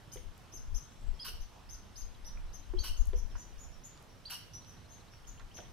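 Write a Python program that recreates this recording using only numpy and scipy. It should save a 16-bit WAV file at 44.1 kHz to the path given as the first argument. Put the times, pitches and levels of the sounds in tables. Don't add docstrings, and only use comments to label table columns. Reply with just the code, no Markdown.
import sys
import numpy as np
from scipy import signal
from scipy.fft import rfft, irfft, next_fast_len
from scipy.io import wavfile
from scipy.ndimage import uniform_filter1d

SR = 44100
rng = np.random.default_rng(int(sys.argv[2]) if len(sys.argv) > 2 else 0)


def unload_audio(sound):
    columns = np.transpose(np.atleast_2d(sound))
    steps = np.round(np.clip(columns, -1, 1) * 32767)
    wavfile.write(sys.argv[1], SR, steps.astype(np.int16))


def invert_db(level):
    return 10 ** (np.asarray(level, dtype=float) / 20)


N = 252252

# (time [s], length [s], top pitch [Hz], share of pitch lost at the ends, level [dB])
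HIDDEN_CHIPS = [(.116, 0.023, 6580, 0.32, -50.5), (.52, 0.053, 6320, 0.2, -50),
                (.743, 0.036, 6280, 0.22, -47), (1.398, 0.035, 6130, .25, -58),
                (1.687, 0.059, 6350, 0.36, -50.5), (1.953, 0.0699, 6450, 0.46, -50.5),
                (2.24, 0.047, 5930, 0.51, -52), (2.528, 0.032, 6300, 0.22, -52),
                (2.964, 0.05, 6750, 0.211, -52), (3.156, 0.034, 6620, 0.24, -53.5),
                (3.172, 0.021, 6050, 0.086, -52), (3.353, 0.07, 6870, 0.35, -58),
                (3.378, 0.046, 6091, 0.052, -55), (3.576, 0.07, 6860, 0.283, -55.5),
                (3.835, 0.039, 7010, 0.21, -50), (4.53, 0.021, 6500, 0.117, -65),
                (4.534, 0.023, 5900, 0.0426, -50), (4.66, 0.044, 6050, .16, -59.5),
                (4.715, 0.04, 5850, 0.13, -65), (4.888, 0.069, 6500, 0.19, -59.5),
                (5.268, 0.025, 6750, 0.25, -50.5), (5.54, 0.033, 6550, 0.274, -54),
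                (5.562, 0.021, 5934, 0.064, -51.5)]
# (time [s], length [s], top pitch [Hz], share of pitch lost at the ends, level [dB])
NEAR_CHIPS = [
    (1.191, .014, 3303, 0.081, -55.5),
    (1.196, 0.039, 5076, 0.195, -45),
    (2.768, 0.028, 3250, 0.4, -58),
    (2.785, 0.035, 4546, 0.21, -46),
    (2.787, 0.048, 6310, 0.21, -50.5),
    (4.251, 0.035, 4660, 0.432, -47.5),
]
# (time [s], length [s], top pitch [Hz], share of pitch lost, level [dB])
FAR_CHIPS = [
    (.88, .07, 7640, .027, -78),
    (.91, .06, 5550, 0.0253, -76),
    (.98, .13, 7673, .027, -75.5),
    (1.133, 0.0253, 5500, 0.032, -68),
    (2.4, .028, 5560, .055, -80),
    (3.29, 0.0386, 5600, 0.14, -66),
    (3.708, .028, 5620, 0.051, -67.5),
    (4.085, 0.013, 5730, 0.041, -64.5),
    (5.11, 0.011, 5630, 0.04, -62),
]
# (pitch [Hz], left minus right [dB])
CHIP_LEAN = [(3300, -2), (5000, -5.5), (5900, 0), (6350, 1), (6900, 2)]
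# (lowest, highest [Hz])
RASP_BAND = (8900, 13100)
# (time [s], length [s], pitch [Hz])
WHINE = (0.12, 0.034, 3050)
# (multiple of the pitch, level [dB])
WHINE_PARTIALS = [(1, -67), (2, -55.5), (3, -61), (4, -62.5)]

# (time [s], length [s], effort [dB], pitch [Hz], chest [dB])
SQUEALS = [
    (1.242, 0.078, -42.5, 3048, 0.5),
    (2.832, 0.085, -42, 3070, -2),
    (4.295, 0.09, -42, 2990, -1),
]
BEAT_DB = (7, -7.5, -18)
ROUGHNESS = (0.76, 0.613, 0.39)
# (frequency [Hz], level per Hz [dB])
THROAT = [(350, -25), (900, -11.5), (2300, -8), (5600, -2.5), (7080, -14.5), (12000, -10.5), (13600, -20),
          (15600, -18)]
# (frequency [Hz], width [Hz], level [dB], opens after [s], dies [dB per s])
CAVITIES = [(1050, 310, -7.5, 0.00676, -350), (1370, 570, -6, 0.0093, -300), (3000, 680, -1, 0.0063, -20),
            (4280, 690, -7, 0.008, -150), (5550, 590, 1, 0.019, -150), (8800, 1700, -11.5, 0.041, -39),
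            (10980, 780, -7, 0.0055, -150), (11950, 790, -1, .004, -330)]
# (frequency [Hz], left minus right [dB])
SQUEAL_LEAN = [(3000, 1), (5600, -1.5), (8000, 4.5), (12000, 4.5)]

# (time [s], peak [dB], ring [Hz], left minus right [dB], sharp tick [dB])
KNOCKS = [
    (0.161, -38, 414.5, -9, -17.5),
    (0.539, -53.5, 366, -19.5, -20),
    (1.132, -52, 392, -5.5, -22),
    (1.284, -48.5, 447, 1, -22),
    (2.739, -34.5, 361, -12.5, -33.5),
    (3.1352, -32, 410, -7.5, -18.5),
    (4.984, -63, 363, -10, -2),
    (5.59, -49, 502, -3.5, 0),
]
# (factor on the ring pitch, level [dB], time to fall 60 dB [s])
BOARD_MODES = [(1, 1.5, 0.11), (1.6, -18, 0.075), (1.2, -8, 0.12), (2.3, -27, 0.072)]
# (time [s], peak [dB], pitch [Hz], left minus right [dB], time to fall 60 dB [s])
TICKS = [(0.137, -54.5, 10000, 9, 0.071), (5.59, -52.5, 655, -10.5, 0.14), (3.355, -61.5, 1560, 1, 0.25),
         (.17, -50.5, 2440, -5, 0.042), (0.3785, -54.5, 10400, 9, 0.0079), (0.749, -57, 7450, 4.5, 0.0065),
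         (0.855, -59, 4370, -8, .008), (2.3733, -49.5, 1900, 3, 0.014), (2.736, -52.5, 1090, -8, 0.018),
         (3.022, -60, 9500, 12, 0.0062), (3.0557, -53.5, 10000, 18, 0.0066), (3.071, -52, 10140, 9.5, .005),
         (3.352, -48.5, 1296, -9.5, 0.072), (3.358, -58.5, 3900, -6, 0.0107),
         (3.975, -60, 8070, 2.5, 0.0065), (3.976, -55, 4460, -12, 0.0068), (4.0258, -57, 10200, -1, 0.0065),
         (4.647, -55, 4300, -14, 0.0087), (5.136, -55.5, 2130, -10.5, 0.016),
         (5.396, -54.5, 1570, -9, 0.092), (5.396, -55.5, 5020, -4, 0.0237), (5.57, -53, 3340, 7.5, 0.061),
         (5.579, -58, 2460, 17, 0.0184), (5.604, -50, 3020, 5, 0.0147)]

# (time [s], length [s], middle pitch [Hz], level [dB])
FALLING_NOTES = [
    (.762, 0.0094, 3030, -64.5),
    (2.02, .012, 3180, -71),
    (3.307, 0.0136, 3430, -66),
]
# (time [s], length [s], middle pitch [Hz], level [dB])
ARCHED_NOTES = [
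    (2.14, 0.022, 3970, -66),
    (2.479, .032, 4150, -71),
    (2.624, .025, 4100, -69),
]
# (time [s], length [s], middle pitch [Hz], level [dB])
RISING_NOTES = [(4.615, 0.023, 4000, -70), (4.742, 0.007, 3000, -67), (4.762, 0.0204, 3850, -68),
                (4.84, 0.0295, 3963, -71), (4.92, 0.024, 4080, -70), (4.995, 0.022, 3946, -69),
                (5.073, 0.02, 3967, -69), (5.241, 0.0156, 3050, -65.5), (5.375, 0.017, 2980, -64),
                (5.506, 0.0176, 2970, -63), (5.641, 0.0216, 3170, -65.5)]

# (frequency [Hz], time to fall 60 dB [s])
TREE_ECHO = [(300, 0.26), (3000, 0.49), (6500, 0.39), (13000, 0.29)]

# (time [s], peak [dB], half width [s], left minus right [dB])
GUSTS = [(.2, -46.5, 0.05, 19), (0.279, -41, 0.031, 22), (.6, -44, 0.028, 7), (.68, -45, 0.099, 2),
         (0.742, -29.5, 0.038, 32), (1.03, -47.5, 0.0405, 3), (1.099, -32, 0.0567, 17.5),
         (1.34, -44.5, 0.072, 1), (1.419, -40.5, 0.044, 7), (1.74, -50, 0.1, -1), (2.05, -41.5, 0.07, 10),
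         (2.24, -48, 0.069, 16), (2.36, -42.5, 0.105, -3.5), (2.46, -41.5, 0.088, -1.5),
         (2.6, -48.5, 0.048, 11), (2.712, -36.5, 0.033, 16), (2.791, -25.5, 0.028, 21),
         (2.919, -33, 0.046, 7), (3.009, -23, 0.02, 17), (3.082, -32, 0.081, 8), (3.164, -28.5, 0.034, 4.5),
         (3.236, -34.5, 0.058, 20), (3.351, -35.5, 0.032, 5), (3.47, -46, 0.021, 17),
         (3.57, -44, 0.053, 10), (3.68, -45.5, 0.047, -12), (3.79, -51, .04, -15), (5.3, -51.5, .1, 8),
         (5.44, -48.5, 0.058, 6), (5.7, -57, 0.108, 20)]
# (frequency [Hz], level per Hz [dB])
WIND_TONE = [(8.8, -35), (15, 6), (32, 6.5), (55, -5), (107, -21.5), (127, -37), (146, -58), (200, -63),
             (260, -76), (440, -120)]
# (frequency [Hz], level per Hz [dB])
HISS_TONE = [(35, -18), (60, 4.5), (113, -2), (171, -5.5), (361, -13.5), (778, -14.5), (982, -14.5),
             (2320, -22.5), (3000, -21.5), (4680, -26), (5500, -25), (7110, -31.5), (12400, -34.5),
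             (14000, -38), (15700, -37.5)]
# (frequency [Hz], 1 = the same, 0 = unrelated)
HISS_LIKENESS = [(60, 0.93), (180, 0.4), (550, 0.37), (1650, 0.54), (4970, 0.56), (15000, -0.19)]
# (frequency [Hz], left minus right [dB])
HISS_LEAN = [(60, -4), (180, -3.5), (550, -1), (1650, -1.5), (4970, -1), (15000, -1)]

# (frequency [Hz], distance under the loudest lower band [dB])
MASKING = [(5500, 60), (6500, 27.5), (8000, 28.5), (9200, 60), (12600, 60), (13300, 33), (15500, 35)]
# (frequency [Hz], least level against the band's usual level [dB])
FAINT_TREBLE = [(12500, -12), (13500, -3.2), (15000, -1), (15700, .5)]


def evened(x):
    return x / np.sqrt(np.mean(x ** 2) + 1e-20)


def read(points, hz):
    f, value = np.transpose(points)
    return np.interp(np.log(hz + 1), np.log(f + 1), value)


def colour(x, points, share=1):
    size = next_fast_len(x.shape[-1] + 2048)
    gain = invert_db(share * read(points, np.fft.rfftfreq(size, 1 / SR)))
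    return irfft(rfft(x, size) * gain, size)[..., :x.shape[-1]]


def add(mix, s, sound, pan_db=0):
    part = mix[:, round(s * SR):][:, :sound.shape[-1]]
    sides = invert_db(np.array([[pan_db / 2], [-pan_db / 2]]))
    part += (sound * sides)[:, :part.shape[1]]


def wobble(size, span):
    once = uniform_filter1d(rng.standard_normal(size), span)
    return evened(uniform_filter1d(once, span))


def whistle(hz, overtone_db, edge, flutter):
    turns = np.cumsum(hz * (1 + flutter * wobble(len(hz), 30))) / SR
    tone = np.sin(2 * np.pi * turns) + invert_db(overtone_db) * np.sin(4 * np.pi * turns)
    shape = signal.windows.tukey(len(hz), edge)
    return np.sqrt(2) * tone * shape * invert_db(2.6 * wobble(len(hz), 90))


def chips(table, overtone_db, flutter, rise_db, fall_db, lean, square, rasp_db):
    out = np.zeros((2, N))
    band = signal.butter(3, RASP_BAND, "bandpass", fs=SR, output="sos")
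    for s, length, top_hz, lost, db in table:
        u = np.linspace(-1, 1, round(length * SR))
        sag = lost * abs(u) ** np.where(u < 0, square, 1.096 * square)
        octave_db = overtone_db - 45 * abs(np.log2(top_hz / 6150)) + 60 * min(lost - .2, 0)
        strength = invert_db(-np.where(u < 0, rise_db, fall_db) * sag)
        tone = strength * whistle(top_hz * (1 - sag), octave_db, 0.032, flutter)
        rasp = evened(signal.sosfilt(band, rng.standard_normal(len(u))))
        call = tone + invert_db(rasp_db) * rasp * (1 - u ** 2)
        late = 2 * (top_hz > 5500)
        add(out, s, invert_db(db) * np.array([call, np.roll(call, late)]), read(lean, top_hz))
    return out


def whine():
    out = np.zeros((2, N))
    s, length, hz = WHINE
    for k, db in WHINE_PARTIALS:
        steady = np.full(round(length * SR), k * hz)
        add(out, s, invert_db(db) * whistle(steady, -60, 0.42, 0.0196), 5)
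    return out


def resonate(x, hz, width):
    turn = np.exp(2j * np.pi * np.cumsum(hz) / SR)
    r = np.exp(-np.pi * width / SR)
    smooth = signal.lfilter([1], np.convolve([1, -r], [1, -r]), x / turn)
    return (turn * smooth).real


def squeals():
    hold_s, let_go_s, fade_db_per_s = 0.05, 0.0133, -290
    slack_sag = 0.05
    open_s, breadth_db, uneven_db = 0.0068, -3.5, 3
    stages = [0, hold_s, hold_s + let_go_s]
    out = np.zeros((2, N))
    for s, length, top_db, top_hz, chest_db in SQUEALS:
        t = np.arange(0, length, 1 / SR)
        beat_db = np.interp(t, stages, BEAT_DB)
        rough = np.clip(np.interp(t, stages, ROUGHNESS), 0, 1)
        sag = np.interp(t, stages, (0, 0, slack_sag))
        effort_db = top_db + fade_db_per_s * np.maximum(t - hold_s, 0)
        hz = top_hz * (1 - sag)
        turns = np.cumsum(hz * (1 + 0.119 * rough * wobble(len(t), 45))) / SR
        folds = sum(invert_db(beat_db * (k % 2)) * np.cos(np.pi * k * turns) for k in range(1, 11))
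        puffs = (0.335 + np.exp(-(turns / 14 % 1) / 0.1)) * rng.standard_normal(len(t))
        drive = (1 - rough) * evened(folds) + rough * evened(puffs)
        voice = invert_db(breadth_db) * evened(colour(drive, THROAT))
        for f, width, db, opens, dies in CAVITIES:
            level_db = db - 8 + chest_db * (f < 2000) + dies * np.maximum(t - opens, 0)
            level_db = level_db + uneven_db * wobble(len(t), 200)
            opening = 1 / (1 + np.exp((opens - t) * 4 / open_s))
            voice = voice + evened(resonate(drive, f * (1 - sag), width)) * invert_db(level_db) * opening
        fades = np.minimum(t / 0.0095, 1) * np.minimum((length - t) / 0.027, 1)
        voice = voice * invert_db(effort_db) * fades
        add(out, s, np.array([colour(voice, SQUEAL_LEAN, 0.52), colour(voice, SQUEAL_LEAN, -0.32)]))
    body = signal.sosfiltfilt(signal.butter(2, 3800, fs=SR, output="sos"), out)
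    return body + leaves(out - body, 0.02, 9.5)


def knocks():
    out, t = np.zeros((2, N)), np.arange(SR // 3) / SR
    dull = signal.butter(3, [300, 2600], "bandpass", fs=SR, output="sos")
    for s, db, hz, pan_db, tick_db in KNOCKS:
        ring = 0
        for f, mode_db, t60 in BOARD_MODES:
            woken_db = 0.4 * (tick_db + 14.5) * (f > 1)
            choke = invert_db(0.5 * (tick_db + 35.0) * (f == 1))
            ring = ring + invert_db(mode_db + woken_db - 60 * t / t60 * choke) * np.sin(2 * np.pi * hz * f * t)
        tick = signal.sosfilt(dull, rng.standard_normal(len(t)) * invert_db(tick_db + 11.5 - 60 * t / 0.0276))
        add(out, s - .003, invert_db(db) * (ring * (1 - np.exp(-t / 0.0029)) + tick), pan_db)
    return out


def ticks():
    out, t = np.zeros((2, N)), np.arange(SR // 8) / SR
    for s, db, hz, pan_db, t60 in TICKS:
        band = signal.butter(3, [hz * 0.62, min(hz * 1.29, 14000)], "bandpass", fs=SR, output="sos")
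        burst = signal.sosfilt(band, rng.standard_normal(len(t)) * invert_db(-60 * t / t60))
        add(out, s, burst / abs(burst).max() * invert_db(db + 4.5), pan_db)
    return out


def bird():
    out = np.zeros((2, N))
    for notes, glide, bend in (FALLING_NOTES, -0.16, 0), (ARCHED_NOTES, 0, -0.303), (RISING_NOTES, 0.132, 0):
        for s, length, middle_hz, db in notes:
            u = np.linspace(-1, 1, round(length * SR))
            hz = middle_hz * (1 + glide * u + bend * u ** 2)
            add(out, s, invert_db(db) * whistle(hz, -28.5, 0.27, 0.0067), 2.5)
    return out


def leaves(x, t60, scatter_db):
    t = np.arange(2000) / SR
    paths = rng.standard_normal((2, len(t))) * (rng.random((2, len(t))) < .06) * invert_db(-60 * t / t60)
    paths = invert_db(scatter_db) * paths / np.linalg.norm(paths, axis=1)[:, None]
    paths[:, 0] = 1
    return signal.oaconvolve(x, paths / np.linalg.norm(paths, axis=1)[:, None], axes=1)[:, :N]


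def trees(x, start=0.0051, build=0.002):
    taps = np.zeros((2, SR))
    at = np.arange(round(start * SR), SR - 40, 30) + rng.integers(0, 30, (2, 1))
    at = at + rng.integers(0, 10, at.shape)
    sizes = rng.standard_normal(at.shape) * invert_db(0.98 * rng.exponential(1, at.shape).clip(0, 4))
    np.put_along_axis(taps, at, sizes, 1)
    hz, t, z = signal.stft(taps, SR, nperseg=256)
    dying = invert_db(-60 * t / read(TREE_ECHO, hz)[:, None])
    tail = signal.istft(z * dying, SR, nperseg=256)[1][:, :SR]
    tail = tail * (1 - np.exp(-np.arange(SR) / SR / build))
    return signal.fftconvolve(x, tail / np.linalg.norm(tail, axis=1)[:, None], axes=1)[:, :N]


def wood(x, wet_db):
    turn = 2 * np.pi * np.arange(N) / SR * 0.885
    shares = [np.sqrt(2 / 3) * np.cos(turn + k * np.pi / 3) for k in range(3)]
    return x + invert_db(wet_db) * sum(trees(x * w) for w in shares)


def wind():
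    t = np.arange(0, N + 64, 64) / SR
    strength = invert_db(-62.5) ** 2
    for s, db, half, pan_db in GUSTS:
        lean = invert_db(np.array([[pan_db], [-pan_db]]))
        swell = invert_db(db - 12.5 * abs((t - s) / half) ** 1.21)
        strength = strength + 4 * lean / lean.sum() * swell ** 2
    left, right = colour(rng.standard_normal((2, N)), WIND_TONE)
    swings = np.array([evened(left), evened(right + 0.099 * left)])
    power = np.sqrt(uniform_filter1d(swings ** 2, 3500, 1) + 0.03)
    gusts = np.array([np.interp(np.arange(N) / SR, t, np.sqrt(port)) for port in strength])
    return swings / power * gusts


def hiss():
    frames, hz = N // 256 + 5, np.fft.rfftfreq(1024, 1 / SR)
    a, b, c, d, patches = rng.standard_normal((frames, 513, 5)).T
    patches = evened(uniform_filter1d(uniform_filter1d(patches, 12, 0), 14, 1))
    same = np.clip(read(HISS_LIKENESS, hz), -1, 1)[:, None]
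    left = a + 1j * b
    right = same * left + np.sqrt(1 - same ** 2) * (c + 1j * d)
    z = np.array([left, right])
    z = z * invert_db(read(HISS_TONE, hz)[:, None] + 1.2 * patches + .3 * wobble(frames, 12))
    z = z * invert_db(np.array([.5, -.5])[:, None, None] * read(HISS_LEAN, hz)[:, None])
    return invert_db(-56.5) * evened(signal.istft(z, nperseg=1024, noverlap=768)[1][:, :N])


def scene():
    far = chips(FAR_CHIPS, -24.0, 0.0117, 20, 18, [(5500, 2.1), (7600, 1.9)], 3.6, -30)
    hidden = chips(HIDDEN_CHIPS, -14, 0.009, 20, 22, CHIP_LEAN, 3.7, -15.5) + whine() + 0.5 * far
    near = chips(NEAR_CHIPS, -10, 0.0088, 30, 40, CHIP_LEAN, 4.16, -34)
    rasps = squeals()
    hits = ticks() + knocks()
    echoes = trees(far + 0.67 * near + 0.55 * rasps + 0.53 * hits + 0.233 * bird())
    clear = leaves(near + .9 * bird(), .02, -4.5)
    screened = leaves(hidden, .08, 11)
    return wood(screened, -4.5) + clear + rasps + hits + echoes + hiss() + wind()


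def roll_off(x):
    return signal.sosfilt(signal.butter(12, 15800, fs=SR, output="sos"), x)


def record(dry):
    hz, _, z = signal.stft(dry, SR, nperseg=1024, noverlap=768)
    power = (abs(z) ** 2).sum(0)
    power = uniform_filter1d(uniform_filter1d(power, size=11, axis=0), size=3, axis=1)
    band_db = 10 * np.log10(abs(power) + 1e-20)
    calls_db = np.where(hz[:, None] > 5650, band_db, -200)
    loudest_db = np.maximum.accumulate(calls_db, axis=0)
    kept = band_db > loudest_db - read(MASKING, hz)[:, None]
    usual_db = np.median(band_db, axis=1, keepdims=True)
    kept &= band_db > usual_db + read(FAINT_TREBLE, hz)[:, None]
    below_edge = (hz < 15830)[:, None]
    masked = signal.istft(z * kept * below_edge, SR, nperseg=1024, noverlap=768)[1][:, :N]
    return roll_off(masked)


dry = scene()
out = record(dry)
unload_audio(out)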